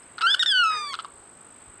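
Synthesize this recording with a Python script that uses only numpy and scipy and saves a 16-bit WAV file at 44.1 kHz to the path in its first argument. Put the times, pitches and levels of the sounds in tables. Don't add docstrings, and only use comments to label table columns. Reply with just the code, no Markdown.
import sys
import numpy as np
from scipy import signal
from scipy.fft import rfft, irfft
from scipy.io import wavfile
from scipy.ndimage import uniform_filter1d

SR = 44100
rng = np.random.default_rng(int(sys.argv[2]) if len(sys.argv) > 2 else 0)


def pcm_store(signal):
    levels = np.round(np.clip(np.atleast_2d(signal), -1, 1) * 32767)
    wavfile.write(sys.argv[1], SR, levels.astype(np.int16).T)


def voltage_ratio(decibels):
    exponent = np.asarray(decibels, float) / 20
    return 10 ** exponent


N = 79380


def band(x, hz, width):
    return signal.lfilter(*signal.iirpeak(hz, hz / width, fs=SR), x)


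def bank(x, table):
    out = 0
    for k, (hz, width, db) in enumerate(table):
        out = out + (-1) ** k * voltage_ratio(db) * band(x, hz, width)
    return out


def soften(x, hz):
    return signal.sosfilt(signal.butter(2, min(hz, 20000), fs=SR, output="sos"), x)


def level(x, db):
    return x * voltage_ratio(db) / np.sqrt(np.mean(x ** 2))


def walk(rate):
    k = int(SR / rate)
    steps = np.repeat(rng.standard_normal(N // k + 1), k)
    return 1.36 * uniform_filter1d(uniform_filter1d(steps, k), k)[:N]


def follow(t, table, column):
    rows = np.array(table)
    return np.interp(t, rows[:, 0], rows[:, column])


def stack(hz, tilt_db, patchy_db, count):
    phase = 2 * np.pi * np.cumsum(hz) / SR
    out = 0
    for k in range(1, count + 1):
        patchy = patchy_db * np.clip(k - 2.5, .5, 5) * walk(25.2)
        audible = k * hz < .45 * SR
        out = out + voltage_ratio(tilt_db * np.log2(k) + patchy) * np.sin(k * phase) * audible
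    return out, phase


def hush(table, db, flicker_db):
    hz, gain_db = np.array(table).T
    f = np.fft.rfftfreq(N, 1 / SR) + 1
    colour = voltage_ratio(np.interp(np.log(f), np.log(hz), gain_db, right=-90))
    spectrum = rfft(rng.standard_normal(N)) * colour
    place = 2 * np.log2(f)
    out = 0
    for k in range(8, 30):
        flicker = voltage_ratio(flicker_db * (walk(4) + walk(13.84)))
        out = out + flicker * irfft(spectrum * np.clip(1 - abs(place - k), 0, 1), N)
    return level(out, db)


# (pitch [Hz], level [dB per Hz])
AIR_COLOUR = [(15, -59), (25, -11.5), (92, -4), (130, -5), (228, -3), (427, -2.5), (491, -4.5),
              (1250, -4.5), (6500, -26), (8450, -42), (14300, -120)]


def air():
    return hush(AIR_COLOUR, -53.5, 0.9)


# (pitch [Hz], level [dB per Hz])
INSECT_COLOUR = [(5800, -46), (6800, -5.5), (8000, 5.5), (9500, -6.5), (11000, -12.5), (13000, -24),
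                 (16000, -32)]


def far_insects():
    return hush(INSECT_COLOUR, -64, 0.33)


# (time [s], level [dB], pitch [Hz])
WIND_BUMPS = [
    (1.142, -51, 50),
    (1.201, -49, 60.4),
    (1.677, -46, 70.4),
    (1.694, -43.5, 60.5),
]


def wind(t):
    out = 0
    for s, db, hz in WIND_BUMPS:
        puff = np.exp(-((t - s) * hz * 3.9) ** 2)
        out = out - voltage_ratio(db) * puff * np.cos(2 * np.pi * hz * (t - s))
    return out


def reed_tick(t):
    u = np.maximum(t - 0.032, 0)
    return voltage_ratio(-48.5) * np.exp(-u / 0.0025) * np.sin(2 * np.pi * 5210 * u)


# (first chirp [s], chirp rate [per s])
CRICKET_TRILLS = [
    (.0174, 51.82),
    (.0098, 54.3),
]
# (level [dB], top pitch [Hz])
CRICKET_TONES = [
    (-46, 8407),
    (-54, 8300),
]


def crickets(t):
    chirp_s, peak, arch_hz = .012, .42, 3800
    out = 0
    for (s, rate), (db, top_hz) in zip(CRICKET_TRILLS, CRICKET_TONES):
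        strokes = (t - s) * rate + 0.008 * walk(3) + 5
        u = strokes % 1 / rate / chirp_s
        luck = rng.standard_normal((120, 2))[strokes.astype(int)]
        shape = np.clip(u / 0.077, 0, 1) * np.clip((1 - u) / 0.27, 0, 1)
        hz = top_hz * (1 + 0.00301 * luck[:, 1]) - arch_hz * (np.minimum(u, 1) - peak) ** 2
        loudness = voltage_ratio(db + 1.2 * luck[:, 0] + 0.51 * walk(470))
        out = out + loudness * shape * np.sin(2 * np.pi * np.cumsum(hz) / SR)
    echoes = 0
    for delay_s, db in ((.0034, -25), (.0071, -34)):
        echoes = echoes + voltage_ratio(db + 1.1 * walk(4.8)) * np.roll(out, int(delay_s * SR))
    return out + echoes


# (time [s], level [dB], stretch [times])
CROAK_TIMES = [
    (0.181, -41, 1.05),
    (0.701, -38.5, 1),
]
# (time into it [s], pitch [Hz], level [dB], hoarseness [0-1])
CROAK_SHAPE = [
    (0, 606, -15, 1),
    (0.02, 539, -5, 0.69),
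    (.05, 477, -3.5, 0.5),
    (0.084, 420, -7, 0.13),
    (0.132, 468, -11, 0.17),
    (.17, 546, -14.5, 0),
    (.2, 616, -8.5, 0.14),
    (0.219, 690, -18, 0.1),
]
# (pitch [Hz], width [Hz], level [dB])
CROAK_HOLLOWS = [(451, 105, -3), (963, 214, 8.5), (1755, 560, 10), (2250, 240, -4)]


def croaks(t):
    out = 0
    for s, db, stretch in CROAK_TIMES:
        hz, env_db, hoarse = (follow((t - s) / stretch, CROAK_SHAPE, k) for k in (1, 2, 3))
        tone, phase = stack(hz * (1 + 0.0075 * walk(120)), -4.5, 1.0, count=5)
        rasp = 3 * rng.standard_normal(N) * (1 + np.cos(phase))
        hoarse = np.clip(hoarse, 0, 1)
        live = (t > s) & (t < s + stretch * CROAK_SHAPE[-1][0])
        out = out + voltage_ratio(db + env_db + 1.7 * walk(40)) * live * ((1 - hoarse) * tone + hoarse * rasp)
    return soften(soften(bank(out, CROAK_HOLLOWS), 3800), 3800)


def reeds(x):
    t60_s, gap_s = 0.33, 0.009
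    u = np.arange(SR // 2) / SR
    tail = rng.standard_normal(len(u))
    uneven_db = 3.5 * rng.standard_normal(len(u))
    tail = tail * voltage_ratio(-60 * u / t60_s + uneven_db) * (u > gap_s)
    tail = band(tail, 1800, 2500)
    return signal.fftconvolve(x, voltage_ratio(-21) * tail / np.sqrt(np.sum(tail ** 2)))[:N]


# (pitch [Hz], width [Hz], level [dB])
OPEN_PIPE = [(1330, 173, 3), (1562, 305, -2.5), (2000, 130, -8.5), (2899, 167, 4.5), (3440, 412, 1),
             (4257, 500, -1.5), (5490, 212, -4.5), (6520, 95, -25.5), (8160, 450, -13), (9840, 1000, -28.5),
             (11500, 1700, -30), (13300, 4700, -34.5)]


def open_windpipe(x):
    return bank(x, OPEN_PIPE)


# (pitch [Hz], width [Hz], level [dB])
SHUT_PIPE = [(1337, 155, 2), (2687, 260, -6), (3380, 250, -9), (4500, 260, -1.5), (5080, 340, -5),
             (6190, 320, -9.5), (8310, 1030, -14), (9350, 2200, -20.5), (12000, 1300, -25)]


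def shut_windpipe(x):
    return bank(x, SHUT_PIPE)


# (time [s], level [dB], throat pitch [Hz], beak level [dB], beak pitch [Hz])
THROAT_CLAPS = [(0.1814, -27.5, 1363, -7, 4250), (0.187, -29.5, 1420, -3, 3920),
                (0.2088, -27, 1310, -2, 3600), (0.2106, -24, 1330, -5.5, 3270),
                (0.2149, -20.5, 1425, -5.5, 2780), (0.2184, -26, 1430, 2.5, 2780),
                (0.222, -38.5, 1430, 10, 3970), (0.9343, -29, 1307, -0.5, 3440),
                (0.9405, -21, 1380, -4, 4000), (0.9454, -27.5, 1267, -4.5, 3600),
                (0.9517, -28, 1320, -2.5, 3440), (0.989, -22, 1282, -11, 3200),
                (0.996, -27, 1335, -3, 4147), (1.001, -35, 1140, -1, 3140), (1.006, -38, 1235, 0.5, 3200),
                (1.0465, -27, 1195, -10, 4500), (1.0524, -31, 1060, -9, 3800),
                (1.0579, -50, 1200, -4, 4500)]


def rattles(t):
    ring, spray, noise = np.zeros(N), np.zeros(N), rng.standard_normal(N)
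    for s, db, throat_hz, beak_db, beak_hz in THROAT_CLAPS:
        u = np.maximum(t - s, 0)
        throat = (1 - np.exp(-u / 0.00093)) * np.exp(-u / 0.0029)
        puff = (1 - np.exp(-u / 0.00013)) * np.exp(-u / 0.0023)
        beak = (1 - np.exp(-u / 0.00046)) * np.exp(-u / 0.0013)
        ring += voltage_ratio(db) * throat * np.sin(2 * np.pi * throat_hz * u)
        ring += voltage_ratio(db + beak_db - 2) * beak * np.sin(2 * np.pi * beak_hz * u)
        spray += voltage_ratio(db + beak_db) * puff * noise
    piped = soften(2.35 * open_windpipe(spray) + 2.25 * shut_windpipe(spray), 7200)
    leak = soften(soften(band(spray, 7460, 4000), 10500), 10500)
    return 2 * ring + piped + voltage_ratio(-22) * leak


# (time [s], pitch [Hz], effort [dB], overtone tilt [dB per octave], beak closed [0-1])
RISING = [(.212, 1224, -53, -22, .5), (.222, 1286, -25, -4, 0.14), (.24, 1346, -20.5, -6.5, 0.3),
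          (.264, 1390, -19, -2, 0.95), (.270, 1522, -17, -5.5, 0.1), (.296, 1601, -17, -4, 0.24),
          (.31, 1700, -20, 1.5, 0.01), (.328, 1752, -14.5, -6, 0.17), (.3405, 1749, -15, -2.5, 0.08)]
HIGHEST = [(.3945, 1848, -9.5, -6, 0.13), (.399, 1880, -13, 0, 0.14), (.41, 1857, -10.5, -3.5, 0.075),
           (.419, 1812, -14, -5.5, 0.12), (.422, 1761, -16.5, -6.5, 0.067), (.4258, 1701, -13, 1, 0.23)]
FALLING = [(.4608, 1832, -10, -5, 0.068), (.47, 1792, -18.5, -3.5, 0.072), (.482, 1756, -14, -4.5, 0.085),
           (.512, 1653, -24, 3.5, 0.072), (.522, 1596, -20, 2, 0.088), (.532, 1540, -19.5, -4.5, 0.13),
           (.577, 1482, -20.5, -1.5, 0.079), (.618, 1424, -19, -5.5, 0.25), (.631, 1386, -18, -6.5, 0.46),
           (.638, 1330, -20.5, -1.5, 0.97)]
FADING = [(0.659, 1306, -21, -3.5, 1), (0.711, 1268, -24, -3, 0.38), (0.751, 1240, -26, -2, 0.52),
          (.8, 1214, -29, -1, 0.83), (0.849, 1175, -27, -4, 0.84), (0.888, 1144, -32, -1, 1),
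          (.918, 1103, -31, -1.5, 0.83), (0.933, 1044, -23, -5, 0.79)]


def wail_path(t):
    scoop_s, scoop = .002, .84
    drop_s, hold_s, rebound_s, fade_s = .0027, 0.00271, 0.00435, 0.003
    break_hz, break_db = 1474, 4
    rows, rasp = [], np.zeros(N)
    for phrase, breaks in ((RISING, True), (HIGHEST, True), (FALLING + FADING, False)):
        start, hz, db = phrase[0][:3]
        colour = phrase[0][3:]
        rows.append((start - scoop_s - .0005, scoop * hz, -70) + colour)
        rows.append((start - scoop_s, scoop * hz, db - 14) + colour)
        rows += list(phrase)
        if breaks:
            end, beak = phrase[-1][0], phrase[-1][4]
            held = end + drop_s + hold_s
            rows.append((end + drop_s, break_hz, -23 + break_db, -7, beak))
            rows.append((held, break_hz, -19 + break_db, -5, beak))
            rows.append((held + rebound_s, 1780, -22, -2, beak))
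            rasp += 3 * np.clip((t - end) / (drop_s + hold_s + rebound_s), 0, 1) * (t < end + .03)
        rasp += 0.1 * np.exp(-abs(t - start) / 0.0067)
        last = rows[-1]
        rows.append((last[0] + fade_s, last[1], -45) + last[3:])
        rows.append((last[0] + 2 * fade_s, last[1], -70) + last[3:])
    rasp += 0.67 * np.exp(-abs(t - FADING[-1][0]) / 0.0086)
    rows = np.array(rows)
    rows[:, 0] = np.maximum.accumulate(rows[:, 0])
    return rows, rasp


# (time [s], air leak [dB], stretched-neck ringing [dB])
THROAT_STRAIN = [
    (.21, 1.5, -38),
    (.34, 2, -40),
    (.4, -1.5, -26),
    (.46, 2.5, -21.5),
    (.49, -6, -19),
    (.53, -18.5, -28),
    (.7, -13.5, -38),
    (.93, -10.5, -46),
]


def wail(t):
    rows, rasp = wail_path(t)
    hz, db, tilt, shut = (follow(t, rows, k) for k in (1, 2, 3, 4))
    leak, neck = (voltage_ratio(follow(t, THROAT_STRAIN, k)) for k in (1, 2))
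    live = (t > rows[0, 0]) * (t < rows[-1, 0])
    patchy_db = 1.4 * np.clip(1.3 - shut, .6, 1)
    tone, phase = stack(hz * (1 + 0.00174 * leak * walk(300)), tilt, patchy_db, count=12)
    pulse = 1 + np.cos(phase)
    breath = (voltage_ratio(-44.5) * leak + voltage_ratio(-24) * rasp) * 8 * np.diff(rng.standard_normal(N + 1)) * pulse
    voice = np.sqrt(2) * voltage_ratio(db - 0.39 * walk(90)) * live * (tone + breath)
    shut = np.clip(shut, 0, 1)

    hiss = band(band(rng.standard_normal(N) * pulse, 7900, 6000), 7900, 6000)
    steady = voltage_ratio(-33.5 + 2.1 * walk(140)) * leak * (1 - .7 * shut)
    puff = voltage_ratio(db) * live * (steady + voltage_ratio(-19.5) * rasp)
    keep = np.exp(-1 / (.01 * SR))
    hiss = hiss * (puff + 0.58 * signal.lfilter([1 - keep], [1, -keep], puff))
    hiss = soften(soften(hiss, 10000), 10000)

    neck_ring = neck * band(band(voice, 7125, 390), 7125, 390)
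    opened = soften(open_windpipe(voice - 0.94 * band(voice, 1762, 197)), 12000)
    closed = shut_windpipe(voice - 1.3 * band(voice, 3970, 250))
    piped = soften((1 - shut) * opened + soften(shut, 200) * closed, 7200)
    return hiss + neck_ring + piped


def scene():
    t = np.arange(N) / SR
    bird = wail(t) + rattles(t)
    call = bird + reeds(bird)
    marsh = crickets(t) + croaks(t) + wind(t) + reed_tick(t) + air() + far_insects()
    return (call + marsh)[None]


def low_pass(x):
    return signal.sosfilt(signal.butter(12, 15730, fs=SR, output="sos"), x)


def record(dry):
    mix = signal.sosfilt(signal.butter(2, 35, "high", fs=SR, output="sos"), dry)
    mix = mix - 0.96 * band(mix, 5612, 550)
    return low_pass(mix)


dry = scene()
out = record(dry)
pcm_store(out)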